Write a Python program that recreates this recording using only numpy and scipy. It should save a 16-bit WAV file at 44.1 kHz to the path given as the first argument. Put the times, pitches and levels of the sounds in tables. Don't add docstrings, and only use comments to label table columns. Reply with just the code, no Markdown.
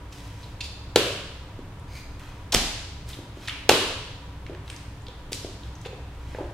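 import sys
import numpy as np
from scipy import signal
from scipy.fft import rfft, irfft, next_fast_len
from scipy.io import wavfile
from scipy.ndimage import uniform_filter1d

SR = 44100
rng = np.random.default_rng(int(sys.argv[2]) if len(sys.argv) > 2 else 0)


def dump(signal):
    limited = np.clip(np.atleast_2d(signal).T, -1, 1)
    pcm = np.round(limited * 32767).astype(np.int16)
    wavfile.write(sys.argv[1], SR, pcm)


N = 288268


def amp(db):
    return 10 ** (np.asarray(db) / 20)


def unit(x):
    return x / np.sqrt(np.mean(x ** 2) + 1e-20)


def peak(x):
    return x / np.max(np.abs(x))


def along(points, hz):
    point_hz, values = np.transpose(points)
    return np.interp(np.log(hz + 1), np.log(point_hz + 1), values)


def filtered(x, response):
    n = np.shape(x)[-1]
    padded = next_fast_len(n + 8192)
    spectrum = rfft(x, padded) * response(np.fft.rfftfreq(padded, 1 / SR))
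    return irfft(spectrum, padded)[..., :n]


def resonance(f, hz, width_hz):
    return 1j * f * width_hz / (hz * hz - f * f + 1j * f * width_hz)


def modes(table):
    def response(f):
        return sum((-1) ** k * amp(db) * resonance(f, hz, width_hz)
                   for k, (hz, width_hz, db) in enumerate(table))
    return response


# frequency in Hz, left-right correlation (0 to 1).
LIKENESS = [(60, 1.0), (180, 1.0), (550, 1), (1650, 0.45), (4970, 0.02), (15000, 0.043)]


def diffuse(pair):
    def mid_side_gains(hz):
        turn = np.arccos(np.clip(along(LIKENESS, hz), -1, 1)) / 2
        return np.array([np.cos(turn), np.sin(turn)])
    mid, side = filtered(pair, mid_side_gains)
    return np.array([mid + side, mid - side])


# frequency in Hz, t60 in s.
ROOM_T60 = [(100, 0.45), (300, 0.59), (700, 0.85), (1800, 0.96), (4800, 0.97), (9000, 0.76), (12000, 0.6),
            (15500, 0.12)]
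# frequency in Hz, gain in dB.
TAIL_GAIN = [(100, -5), (250, -1), (450, -5.5), (800, -2), (1500, -1.5), (4000, -3.5), (10000, -2.5),
             (15500, 2.5)]
# delay in s, level re direct sound in dB.
WALL_ECHOES = [(.0045, -21), (.008, -13.5), (.012, -19), (0.0215, -22), (.031, -25), (.045, -25.5)]


def room(x, colour):
    hz, t, noise = signal.stft(rng.standard_normal((2, SR)), SR, nperseg=256)
    decay = amp(-60 * t / along(ROOM_T60, hz)[:, None])
    tail = signal.istft(noise * decay, SR, nperseg=256)[1][:, :SR]
    tail = tail * np.clip(np.arange(SR) / SR / .015, 0, 1)
    tail = diffuse(tail / np.linalg.norm(tail[0]))
    tail = filtered(tail, lambda f: amp(along(TAIL_GAIN, f)))
    walls = np.zeros((1, SR))
    for delay_s, db in WALL_ECHOES:
        walls[0, round(delay_s * SR)] = amp(db)
    echoes = signal.fftconvolve(x, walls, axes=1)
    return echoes + signal.fftconvolve(colour[None], tail, axes=1)


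def add(mix, s, sound, colour):
    heard = room(sound, colour)
    heard[:, :sound.shape[1]] += sound
    start = round(s * SR)
    mix[:, start:start + heard.shape[1]] += heard


PORT_LAG_S = 2e-5


def burst(envelope, response, spiky_db):
    n = len(envelope)
    common, own = rng.standard_normal(n), rng.standard_normal((2, n))
    apart = 0.44
    spikes = amp(spiky_db * rng.standard_normal(n))
    snaps = (common + apart * own) * spikes * envelope

    def ports(f):
        return response(f) * np.exp(-2j * np.pi * f * PORT_LAG_S * np.array([[0], [1]]))
    sound = peak(filtered(snaps, ports))
    impulse = 1. * (np.arange(n) == np.argmax(envelope))
    click = filtered(impulse, response)
    return sound, unit(click) * np.sqrt(np.mean(sound ** 2))


STROKE_DEPTH_DB = 14.5


def stroke(rise_s, fall_s):
    noise = rng.standard_normal((2, SR))
    t = np.arange(-rise_s, fall_s, 1 / SR)
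    grain = noise[0] * amp(2.7 * unit(uniform_filter1d(noise[1], size=60)))
    edge = np.clip(np.minimum(t - t[0], t[-1] - t) / 0.008, 0, 1)
    level = amp(-STROKE_DEPTH_DB * np.maximum(-t / rise_s, t / fall_s))
    return grain[:len(t)], level * edge


AIR_RMS_DB = -42
# frequency in Hz, relative spectral level in dB per Hz.
AIR_SPECTRUM = [(12, -42.5), (20, -1), (37, -6), (54, -9), (103, -2.5), (202, -15), (238, -21),
                (290, -19.5), (549, -21.5), (631, -24), (958, -23), (2920, -32.5), (3350, -32),
                (4430, -37.5), (15500, -45)]
# frequency in Hz, width of each of two filter passes in Hz, RMS in dB.
DUCT_MODES = [(62.03, 7.7, -44.5), (101.1, 18, -49), (285.8, 29, -56.5), (969, 43, -59)]


def ventilation():
    noise = rng.standard_normal((2, N))
    air = amp(AIR_RMS_DB) * unit(filtered(noise, lambda f: amp(along(AIR_SPECTRUM, f))))
    for hz, width_hz, db in DUCT_MODES:
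        noise = rng.standard_normal((2, N))
        air += amp(db) * unit(filtered(noise, lambda f: resonance(f, hz, width_hz) ** 2))
    return diffuse(air)


RISE_SHARE = .07
# time in s,
# peak in dB, centre in Hz, width of each of two filter passes as share of centre, t60 in s.
SOLE_SMACKS = [(.125, -33, 4500, 1.3, .023), (.428, -37, 3800, .5, 0.059), (1.797, -45, 9000, .4, .008),
               (2.173, -52, 7850, .6, 0.0085), (2.195, -38, 10900, 1.1, .017),
               (2.521, -9, 4200, 1.45, 0.041), (2.527, -18.5, 590, 1.35, 0.1),
               (2.541, -6, 4500, 1.8, 0.034), (2.5463, 0.5, 3540, 1.5, 0.012),
               (2.554, -9.5, 4060, 1.75, 0.038), (3.083, -42, 7000, 1.1, .012),
               (3.090, -26.5, 10300, 1.6, .012), (3.128, -31, 3470, 0.44, .05),
               (3.323, -46.5, 3620, .6, .013), (3.411, -45, 3500, .9, .02), (3.474, -21, 3500, 0.82, 0.028),
               (3.482, -17, 2200, 1.4, 0.022), (3.487, -31, 9600, .25, .015),
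               (3.493, -18.5, 2800, 0.49, 0.031), (4.465, -30.5, 2450, .95, .013),
               (4.497, -35.5, 387, 0.63, 0.18), (4.549, -34, 1970, 1.1, 0.0122),
               (4.679, -32, 2900, .6, .0095), (4.7, -25, 2380, 1.2, .012),
               (4.701, -30.5, 8400, 0.23, 0.013), (4.745, -44, 9000, .25, .011),
               (4.763, -31.5, 5020, 0.72, .012), (5.02, -41, 7360, .35, .012),
               (5.067, -32, 3670, 0.42, .013), (5.084, -30, 3400, .55, .008),
               (5.318, -23, 5100, 2.5, 0.052), (5.331, -12, 4250, 1.1, .008), (5.337, -22, 7650, 0.74, .09),
               (5.634, -34, 3620, .3, .011), (5.753, -39, 6000, .25, .015), (5.814, -38, 6840, 0.61, .019),
               (5.868, -39, 6260, 0.41, 0.017), (6.346, -31, 1580, 0.62, .02),
               (6.386, -32.5, 710, 0.73, .118), (6.43, -42, 503, 0.9, 0.11)]


def smacks(mix):
    t = np.arange(SR // 5) / SR
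    for s, db, hz, share, t60 in SOLE_SMACKS:
        envelope = amp(-60 * t / t60) * (1 - np.exp(-t / (RISE_SHARE * t60))) ** 2
        sound, click = burst(envelope, lambda f: resonance(f, hz, share * hz) ** 2, spiky_db=4)
        add(mix, s - .001, amp(db) * sound, amp(db) * click)


# time of the peak in s, rise in s, fall in s,
# RMS at the peak in dB, centre in Hz.
RUSTLE_STROKES = [(.13, 0.028, 0.4, -50, 3400), (.42, 0.077, .14, -54.5, 3100),
                  (2.2, .015, 0.26, -50.5, 2140), (3.1, 0.041, 0.094, -44, 3550),
                  (3.46, 0.11, 0.037, -45.5, 2900), (4.699, .06, 0.14, -50.5, 3640),
                  (5.66, .13, .16, -57.5, 2950), (5.85, 0.059, .02, -57, 3500),
                  (6.34, .22, 0.19, -52, 2350)]


def rustle(mix):
    bank_hz = np.geomspace(1000, 12000, num=12)[:, None]
    for s, rise_s, fall_s, db, hz in RUSTLE_STROKES:
        grain, envelope = stroke(rise_s, fall_s)
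        weight = np.exp(-np.log(bank_hz / hz) ** 2 / 0.7 ** 2) / np.sqrt(bank_hz)
        bands = filtered(grain, lambda f: (weight * resonance(f, bank_hz, 0.16 * bank_hz)).sum(0))
        rub = amp(db) * envelope * unit(bands)
        add(mix, s - rise_s, np.array([rub, rub]), rub)


SKID_DB = -10
# time in s, peak in dB, rise time constant in s, t60 in s,
# tilt in dB per octave.
SOLE_SCUFFS = [(.605, -20, 0.0029, 0.039, 1.5), (.633, -28, 0.0082, .09, 5.5),
               (5.848, -30.5, .003, .09, -10.5)]
# frequency in Hz, width in Hz, gain in dB.
SOLE_MODES = [(2660, 170, -3), (3600, 120, 4), (4050, 93, -1), (4500, 160, 1), (4860, 98, 0),
              (5700, 270, -5.5), (5900, 630, -11), (6940, 300, -11), (8350, 880, -15.5)]


def scuffs(mix):
    t = np.arange(SR // 5) / SR
    for s, db, rise_s, t60, tilt_db in SOLE_SCUFFS:
        envelope = amp(-60 * t / t60) * (1 - np.exp(-t / rise_s)) ** 2

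        def tilted_sole(f):
            sole = modes(SOLE_MODES)(f) + amp(SKID_DB) * resonance(f, 3360, 3500) ** 2
            return sole * amp(tilt_db * np.log2((f + 1) / 3600))
        sound, click = burst(envelope, tilted_sole, spiky_db=0.0)
        add(mix, s - .001, amp(db) * sound, amp(db) * click)


# time in s, knock peak in dB, slap re knock in dB, pitch in Hz,
# contact time in swings of the pitch.
BOOT_KNOCKS = [(.958, -1, 2.5, 453, 1.47), (1.588, -28, -18.5, 304, 1.4), (2.546, -14, 2, 340, 0.57),
               (2.562, -22.5, 2, 182, 0.62), (3.186, -30.5, -13, 320, 1.77), (3.369, -32, -17, 334, 1.52),
               (3.691, -1, 4.5, 440, 1.45), (3.7131, -7, -23, 476, 0.75), (4.494, -27.5, -16, 363, 1.75),
               (5.083, -36, -11, 477, 2), (5.319, -26, -4, 385, .9), (5.4445, -22.5, -10, 376, 1.5),
               (5.857, -26, -8.5, 467, 2.3), (5.928, -30.5, -27, 445, 1.9), (6.347, -25, -22, 500, 1.5),
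               (6.384, -22.5, -22, 512, 1.8), (6.405, -21, -29, 341, 2.3)]
# frequency in Hz, width in Hz, gain in dB.
HEEL_MODES = [(827, 170, 2.5), (1280, 400, 0.5), (1633, 720, 0), (1943, 360, 0.5), (2800, 776, 1.5),
              (4200, 1550, 0), (7700, 5700, -8.5)]


def knocks(mix):
    t = np.arange(SR // 10) / SR
    for s, db, slap_db, hz, swings in BOOT_KNOCKS:
        contact_s = swings / hz
        pressure = (t / contact_s) ** 2 * np.exp(-(t / contact_s) ** 2)
        swing = np.sin(2 * np.pi * hz * t)
        swing += 0.37 * np.sin(2 * np.pi * 1.72 * hz * t)
        swing += 0.19 * np.sin(2 * np.pi * 0.28 * hz * t)
        body = peak(pressure * swing)
        slap_envelope = (t / contact_s) ** 2 * np.exp(-2.8 * t / contact_s)
        slap, click = burst(slap_envelope, modes(HEEL_MODES), spiky_db=4)
        add(mix, s, amp(db) * (body + amp(slap_db) * slap), amp(db) * (body + amp(slap_db) * click))


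# time of the peak in s, rise in s, fall in s,
# RMS at the peak in dB.
SHAFT_STROKES = [(1.974, .1, 0.065, -44)]
# frequency in Hz, width in Hz, gain in dB.
SHAFT_MODES = [(2250, 350, -5), (4200, 410, -5), (4850, 230, -4), (6400, 510, -7), (8900, 810, -25)]


def shaft(mix):
    for s, rise_s, fall_s, db in SHAFT_STROKES:
        grain, envelope = stroke(rise_s, fall_s)
        rub = amp(db) * envelope * unit(filtered(grain, lambda f: 0.1 + modes(SHAFT_MODES)(f)))
        add(mix, s - rise_s, np.array([rub, rub]), rub)


# start in s, level in dB, frequency in Hz, t60 in s.
FLOOR_THUDS = [(2.547, -27.5, 35.4, 0.89), (2.553, -26, 55, 0.24)]


def thud():
    t = np.arange(N) / SR
    floor = np.zeros(N)
    for s, db, hz, t60 in FLOOR_THUDS:
        since = np.maximum(t - s, 0)
        floor += amp(db) * np.sin(2 * np.pi * hz * since) * amp(-60 * since / t60)
    return floor


def scene():
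    mix = np.zeros((2, N + 2 * SR))
    for add_source in (smacks, rustle, scuffs, knocks, shaft):
        add_source(mix)
    return mix[:, :N] + thud() + ventilation()


TOP_HZ = 15800


def record(dry):
    capsule = filtered(dry, lambda hz: 1 / (1 + 1j * hz / 12000) ** 2)
    clipped = capsule / (1 + np.abs(capsule) ** 8) ** (1 / 8)
    return filtered(clipped, lambda hz: hz < TOP_HZ)


dry = scene()
out = record(dry)
dump(out)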